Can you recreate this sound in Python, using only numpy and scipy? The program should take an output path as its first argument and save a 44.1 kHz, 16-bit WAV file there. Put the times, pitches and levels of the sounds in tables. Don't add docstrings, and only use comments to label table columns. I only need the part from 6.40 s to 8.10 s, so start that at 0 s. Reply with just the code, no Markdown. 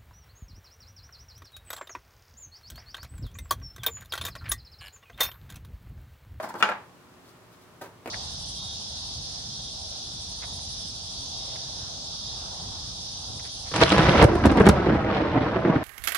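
import sys
import numpy as np
from scipy import signal
from scipy.fft import rfft, irfft, next_fast_len
from scipy.io import wavfile
from scipy.ndimage import map_coordinates

SR = 44100
rng = np.random.default_rng(int(sys.argv[2]) if len(sys.argv) > 2 else 0)


def wav_out(sig):
    wavfile.write(sys.argv[1], SR, np.round(np.clip(np.atleast_2d(sig).T, -1, 1) * 32767).astype(np.int16))


N = 74970
T = np.arange(SR // 2) / SR

# frequency in Hz, relative density in dB per Hz.
AIR_COLOUR = [(15, -63), (25, -30), (37, -19.5), (107, -3), (184, -5.5), (205, -9), (228, -5), (291, -5.5),
              (361, -10.5), (392, -6.5), (604, -11.5), (710, -10.5), (1090, -9.5), (1930, -17.5),
              (15800, -33)]
# frequency in Hz, left-right likeness (1 is identical).
AIR_LIKENESS = [(50, 1), (300, 0.68), (750, 0.44), (1400, 0.43), (2600, 0), (12000, 0.0049)]
# frequency in Hz, level in dB.
HUM_LINES = [(118.4, -72), (177.6, -68), (237.5, -81), (360.5, -66.5), (610, -71.5)]

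# start in seconds, relative level in dB, treble tilt in dB per octave,
# relative ring level in dB, ring length as a share (low while gripped), note of the struck spot in Hz.
TAPS = [(.0005, -24, -2.5, -30, 0.31, 634), (0.032, -27.5, -6.5, -23, 0.72, 654),
        (0.0412, -26, -6.5, -23.5, 0.69, 1040), (.074, -36, -10, -13, 0.56, 808),
        (.092, -34, -11.5, -34, 0.36, 850), (.104, -33.5, -4.5, -13.5, 0.38, 917),
        (.1418, -27.5, -6.5, -35, .4, 826), (.153, -27, -7, -17.5, 0.53, 1330),
        (0.2049, -26.5, -6, -12.5, 0.55, 1642), (.210, -32, 3.5, -25, 0.71, 1140),
        (0.2257, -4.5, 2, -22.5, 1, 1306), (0.2324, -16.5, 1.5, -45, 0.52, 1340),
        (.290, -16.5, -1, -21.5, 0.83, 1342), (.300, -24.5, 0.5, -10.5, 0.68, 600),
        (0.3172, -21, -1, -24, 0.47, 1630)]
# frequency in Hz, relative level in dB.
TAP_COLOUR = [(25, -71), (60, -51), (95, -22.5), (140, -25), (210, -15), (380, -12), (650, -4), (900, 0.5),
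              (1450, -2.5), (2000, -4.5), (2700, -10.5), (4000, -17.5), (7000, -31), (15000, -52)]
# frequency in Hz, relative level in dB, T60 in seconds.
WALL_MODES = [(910, -4, 0.043), (1353, 4, 0.034), (1420, -3, 0.05), (1840, -11, 0.03), (2400, -5.5, 0.041),
              (2825, -12, 0.071), (3460, -13, 0.027)]
# frequency in Hz, relative level in dB, T60 in seconds at full length.
PLASTIC_MODES = [(204, -11, .35), (505, -15, .25), (625, -7, .25), (805, -5, .25), (858, 1.5, .31),
                 (912, -5, .28), (1170, -11, .22), (1367, 3, .2), (1533, 0, .22), (1675, -8, .25),
                 (1910, -7, .15), (1986, -7, .15), (2513, -11, .12), (2804, -9, .12)]

# start in seconds, rise in seconds, fall by 30 dB in seconds,
# relative level in dB.
RUBS = [(.001, 0.0033, .05, -48), (.026, 0.0033, 0.066, -40), (.088, 0.0051, 0.025, -42),
        (.15, 0.0044, 0.051, -49), (.172, 0.031, 0.027, -42), (.82, .07, 0.055, -56.5),
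        (1.11, 0.025, 0.056, -58), (1.21, 0.0066, 0.058, -55)]
# frequency in Hz, relative level in dB.
RUB_COLOUR = [(100, -13), (1500, 1.5), (4500, 7.5), (7000, 0.5), (11000, -1.5), (16000, -3.5)]

# start in seconds, relative level in dB, pitch in Hz.
TICKS = [(0.0255, -36.5, 11000), (0.032, -36, 6650), (0.0888, -31, 8800), (0.1, -31, 8950),
         (.141, -30.5, 6020), (0.203, -35, 6500), (0.2068, -36, 3450), (0.2269, -20.5, 4950),
         (0.2905, -36, 7900), (0.2988, -31, 10000), (0.74, -46, 4500), (.892, -41, 4930),
         (1.675, -37, 10000), (1.6935, -40, 6900)]

# start in seconds, rise in seconds, fall by 30 dB in seconds,
# relative level in dB.
SCUFFS = [(1.410, 0.0057, 0.052, -37), (1.432, 0.0089, 0.048, -45.5), (1.453, 0.0091, 0.034, -48)]
# frequency in Hz, relative level in dB.
SCUFF_COLOUR = [(40, -30), (110, -1), (220, -12), (370, 3.5), (550, -7.5), (680, -1.5), (950, 0),
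                (1150, -6.5), (1500, -3.5), (2400, -13), (5000, -18), (9000, -23.5), (15000, -22.5)]

# start in seconds, relative level in dB,
# treble tilt in dB per octave.
KNOCKS = [(1.659, -22.5, -1), (1.675, -21.5, 0), (1.687, -39, 0)]
# frequency in Hz, relative level in dB.
KNOCK_COLOUR = [(30, -40), (130, -4.5), (300, -1), (700, -1.5), (1000, -6.5), (1500, -3.5), (2400, -10.5),
                (3500, -19), (8000, -26), (15000, -34)]
# frequency in Hz, relative level in dB, T60 in seconds.
BOX_MODES = [(258, -16, 0.17), (340, -3, 0.2), (681, 0, 0.16), (1370, -18, .1), (1720, -12, 0.06),
             (2340, -8, 0.057), (2550, -5, 0.085)]

# delay in seconds, level in dB.
WALL_ECHOES = [(.00318, -6), (.0067, -12)]
# frequency in Hz, T60 in seconds.
ROOM_T60 = [(100, 0.96), (300, 0.36), (1000, 0.33), (2500, 0.32), (6000, 0.26), (15000, .2)]
# frequency in Hz, relative level in dB.
ROOM_COLOUR = [(100, 0.5), (500, 5), (1500, 4.5), (3000, 1.5), (7000, 2.5), (15000, 4)]
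# frequency in Hz, left-right likeness (1 is identical, below 0 opposed).
ROOM_LIKENESS = [(100, 1), (350, 0.95), (750, 0.6), (1400, 0.38), (2600, -0.084), (5000, -0.027),
                 (12000, -0.053)]

AIR_DB = -54
SPOT_DB, SPOT_T60_S = -6.5, 0.062
WALL_HARDNESS = 4
TICK_OCTAVES, TICK_T60_S, TICK_PAN_DB = 0.41, 0.0068, 10.5
GRAINS_PER_S = 6000
ROOM_BUILD_S = 0.0031
CLUTTER_DB, CLUTTER_T60_S = 10, 0.029
TOP_HZ = 16100


def amp(db):
    return 10 ** (np.asarray(db) / 20)


def unit(x):
    return x / np.sqrt(np.mean(x ** 2) + 1e-20)


def along(points, hz):
    f, v = np.transpose(points)
    return np.interp(np.log(hz + 1), np.log(f + 1), v)


def filtered(x, response):
    n = x.shape[-1]
    m = next_fast_len(n + 8192)
    return irfft(rfft(x, m) * response(np.fft.rfftfreq(m, 1 / SR)), m)[..., :n]


def pulse(colour_db, size=4096):
    hz = np.fft.rfftfreq(size, 1 / SR)
    cepstrum = irfft(np.log(amp(colour_db(hz)) + 1e-6))
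    cepstrum[1:size // 2] *= 2
    cepstrum[size // 2 + 1:] = 0
    p = irfft(np.exp(rfft(cepstrum)))
    return p / np.abs(p).max()


def diffuse(pair, colour, likeness):
    def mid_side(hz):
        angle = np.arccos(np.clip(along(likeness, hz), -1, 1)) / 2
        return amp(along(colour, hz)) * np.array([np.cos(angle), np.sin(angle)])

    mid, side = filtered(pair, mid_side)
    return np.array([mid + side, mid - side])


def add(out, s, x):
    i = max(0, round(s * SR))
    out[:, i:i + x.shape[1]] += x[:, :N - i]


def reverberation(x):
    hz, t, z = signal.stft(rng.standard_normal((2, len(T))), SR, nperseg=256)
    decay = amp(-60 * t / along(ROOM_T60, hz)[:, None])
    tail = signal.istft(z * decay, SR, nperseg=256)[1][:, :len(T)]
    build_up = 1 - np.exp(-T / ROOM_BUILD_S)
    clutter = amp(CLUTTER_DB - 60 * T / CLUTTER_T60_S)
    tail = unit(tail * build_up * (1 + clutter)) / np.sqrt(len(T))
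    return signal.fftconvolve(x[None], diffuse(tail, ROOM_COLOUR, ROOM_LIKENESS), axes=1)[:, :len(T)]


def in_room(x, wet_db, pan_db, lag_ms):
    def paths(f):
        shade = amp(pan_db / 2 * f ** 2 / (f ** 2 + 3000 ** 2))
        lag = np.exp(-2j * np.pi * f * lag_ms / 1000)
        echoes = sum(amp(db) * np.exp(-2j * np.pi * f * s) for s, db in WALL_ECHOES)
        softened = echoes / (1 + 1j * f / 3500)
        return np.array([shade, lag / shade]) + softened

    return filtered(x, paths) + amp(wet_db) * reverberation(x)


def contact(colour_db, crunch_db, crunch_t60):
    crunch = unit(rng.standard_normal(len(T)) * amp(-60 * T / crunch_t60)) / np.sqrt(len(T))
    force = amp(crunch_db) * crunch
    force[0] += 1
    return -signal.fftconvolve(force, pulse(colour_db))[:len(T)]


def ring(modes, scatter_db, length=1, attack_s=0.0017, disorder=1):
    out = np.zeros((2, len(T)))
    for hz, db, t60 in modes:
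        size, phase, skew = rng.standard_normal(3)
        turn = np.pi * disorder * phase + np.array([[1], [-1]]) * skew * hz / 3000
        decay = amp(db + scatter_db * size - 60 * T / (t60 * length))
        out -= decay * np.cos(2 * np.pi * hz * T + turn)
    return out * (1 - np.exp(-T / attack_s))


def tilted(colour, tilt_db):
    return lambda hz: along(colour, hz) + tilt_db * np.log2((hz + 100) / 1200)


def ventilation():
    t = np.arange(N) / SR
    hum = np.zeros(N)
    for hz, db in HUM_LINES:
        cycles = hz * t + rng.random()
        drift = map_coordinates(rng.standard_normal(16), [t * 6], mode="mirror")
        hum += amp(db) * np.sqrt(2) * np.sin(2 * np.pi * cycles + 0.47 * drift)
    air = unit(diffuse(rng.standard_normal((2, N)), AIR_COLOUR, AIR_LIKENESS))
    return amp(AIR_DB) * air + hum


def taps():
    out = np.zeros((2, N))
    for s, db, tilt_db, ring_db, length, spot_hz in TAPS:
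        push = contact(tilted(TAP_COLOUR, tilt_db), crunch_db=-6, crunch_t60=0.018)
        excited = [(hz, level + WALL_HARDNESS * tilt_db * np.log2(hz / 1000), t60)
                   for hz, level, t60 in WALL_MODES]
        wall = amp(-16) * ring(excited, scatter_db=-2, attack_s=0.00058, disorder=0.11)
        spot = ring([(spot_hz, SPOT_DB, SPOT_T60_S)], scatter_db=-2.5, disorder=0.1)
        body = amp(ring_db + 1) * ring(PLASTIC_MODES, scatter_db=-0.5, length=length)
        heard_push = in_room(push, wet_db=0.5, pan_db=9, lag_ms=0.12)
        add(out, s, amp(db) * (heard_push + wall + spot + body))
    return out


def friction(strokes, colour, smooth, wet_db, pan_db):
    out = np.zeros((2, N))
    for s, rise, fall, db in strokes:
        noise = rng.standard_normal(len(T))
        grains = rng.random(len(T)) < GRAINS_PER_S / SR
        slips = noise * (smooth + grains)
        stroke = np.minimum(T / rise, 1) * amp(-60 * np.maximum(T - rise, 0) / (2 * fall))
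        x = unit(filtered(slips, lambda hz: amp(along(colour, hz)))) * stroke
        add(out, s, amp(db) * in_room(x, wet_db, pan_db, lag_ms=0.086))
    return out


def rubs():
    return amp(-5.5) * friction(RUBS, RUB_COLOUR, smooth=0.22, wet_db=-1.5, pan_db=8.5)


def ticks():
    out = np.zeros((2, N))
    for s, db, pitch_hz in TICKS:
        def colour(hz):
            octaves = np.log2((hz + 1) / pitch_hz)
            return -10 * np.log10(1 + (octaves / TICK_OCTAVES) ** 4)

        x = contact(colour, crunch_db=12, crunch_t60=TICK_T60_S)
        add(out, s, amp(db - 16) * in_room(x, wet_db=-7.5, pan_db=TICK_PAN_DB, lag_ms=0.14))
    return out


def scuffs():
    return amp(-1) * friction(SCUFFS, SCUFF_COLOUR, smooth=0.38, wet_db=-3.5, pan_db=5.5)


def knocks():
    out = np.zeros((2, N))
    for s, db, tilt_db in KNOCKS:
        push = contact(tilted(KNOCK_COLOUR, tilt_db), crunch_db=-2, crunch_t60=0.025)
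        heard_push = in_room(push, wet_db=-2, pan_db=8, lag_ms=0.08)
        box = amp(-16.5) * ring(BOX_MODES, scatter_db=0.0)
        add(out, s, amp(db) * (heard_push + box))
    return out


def scene():
    sliding = rubs() + scuffs()
    striking = taps() + ticks() + knocks()
    return sliding + striking + ventilation()


def record(dry):
    return filtered(dry, lambda hz: 1 / np.sqrt(1 + (hz / TOP_HZ) ** 200))


dry = scene()
out = record(dry)
wav_out(out)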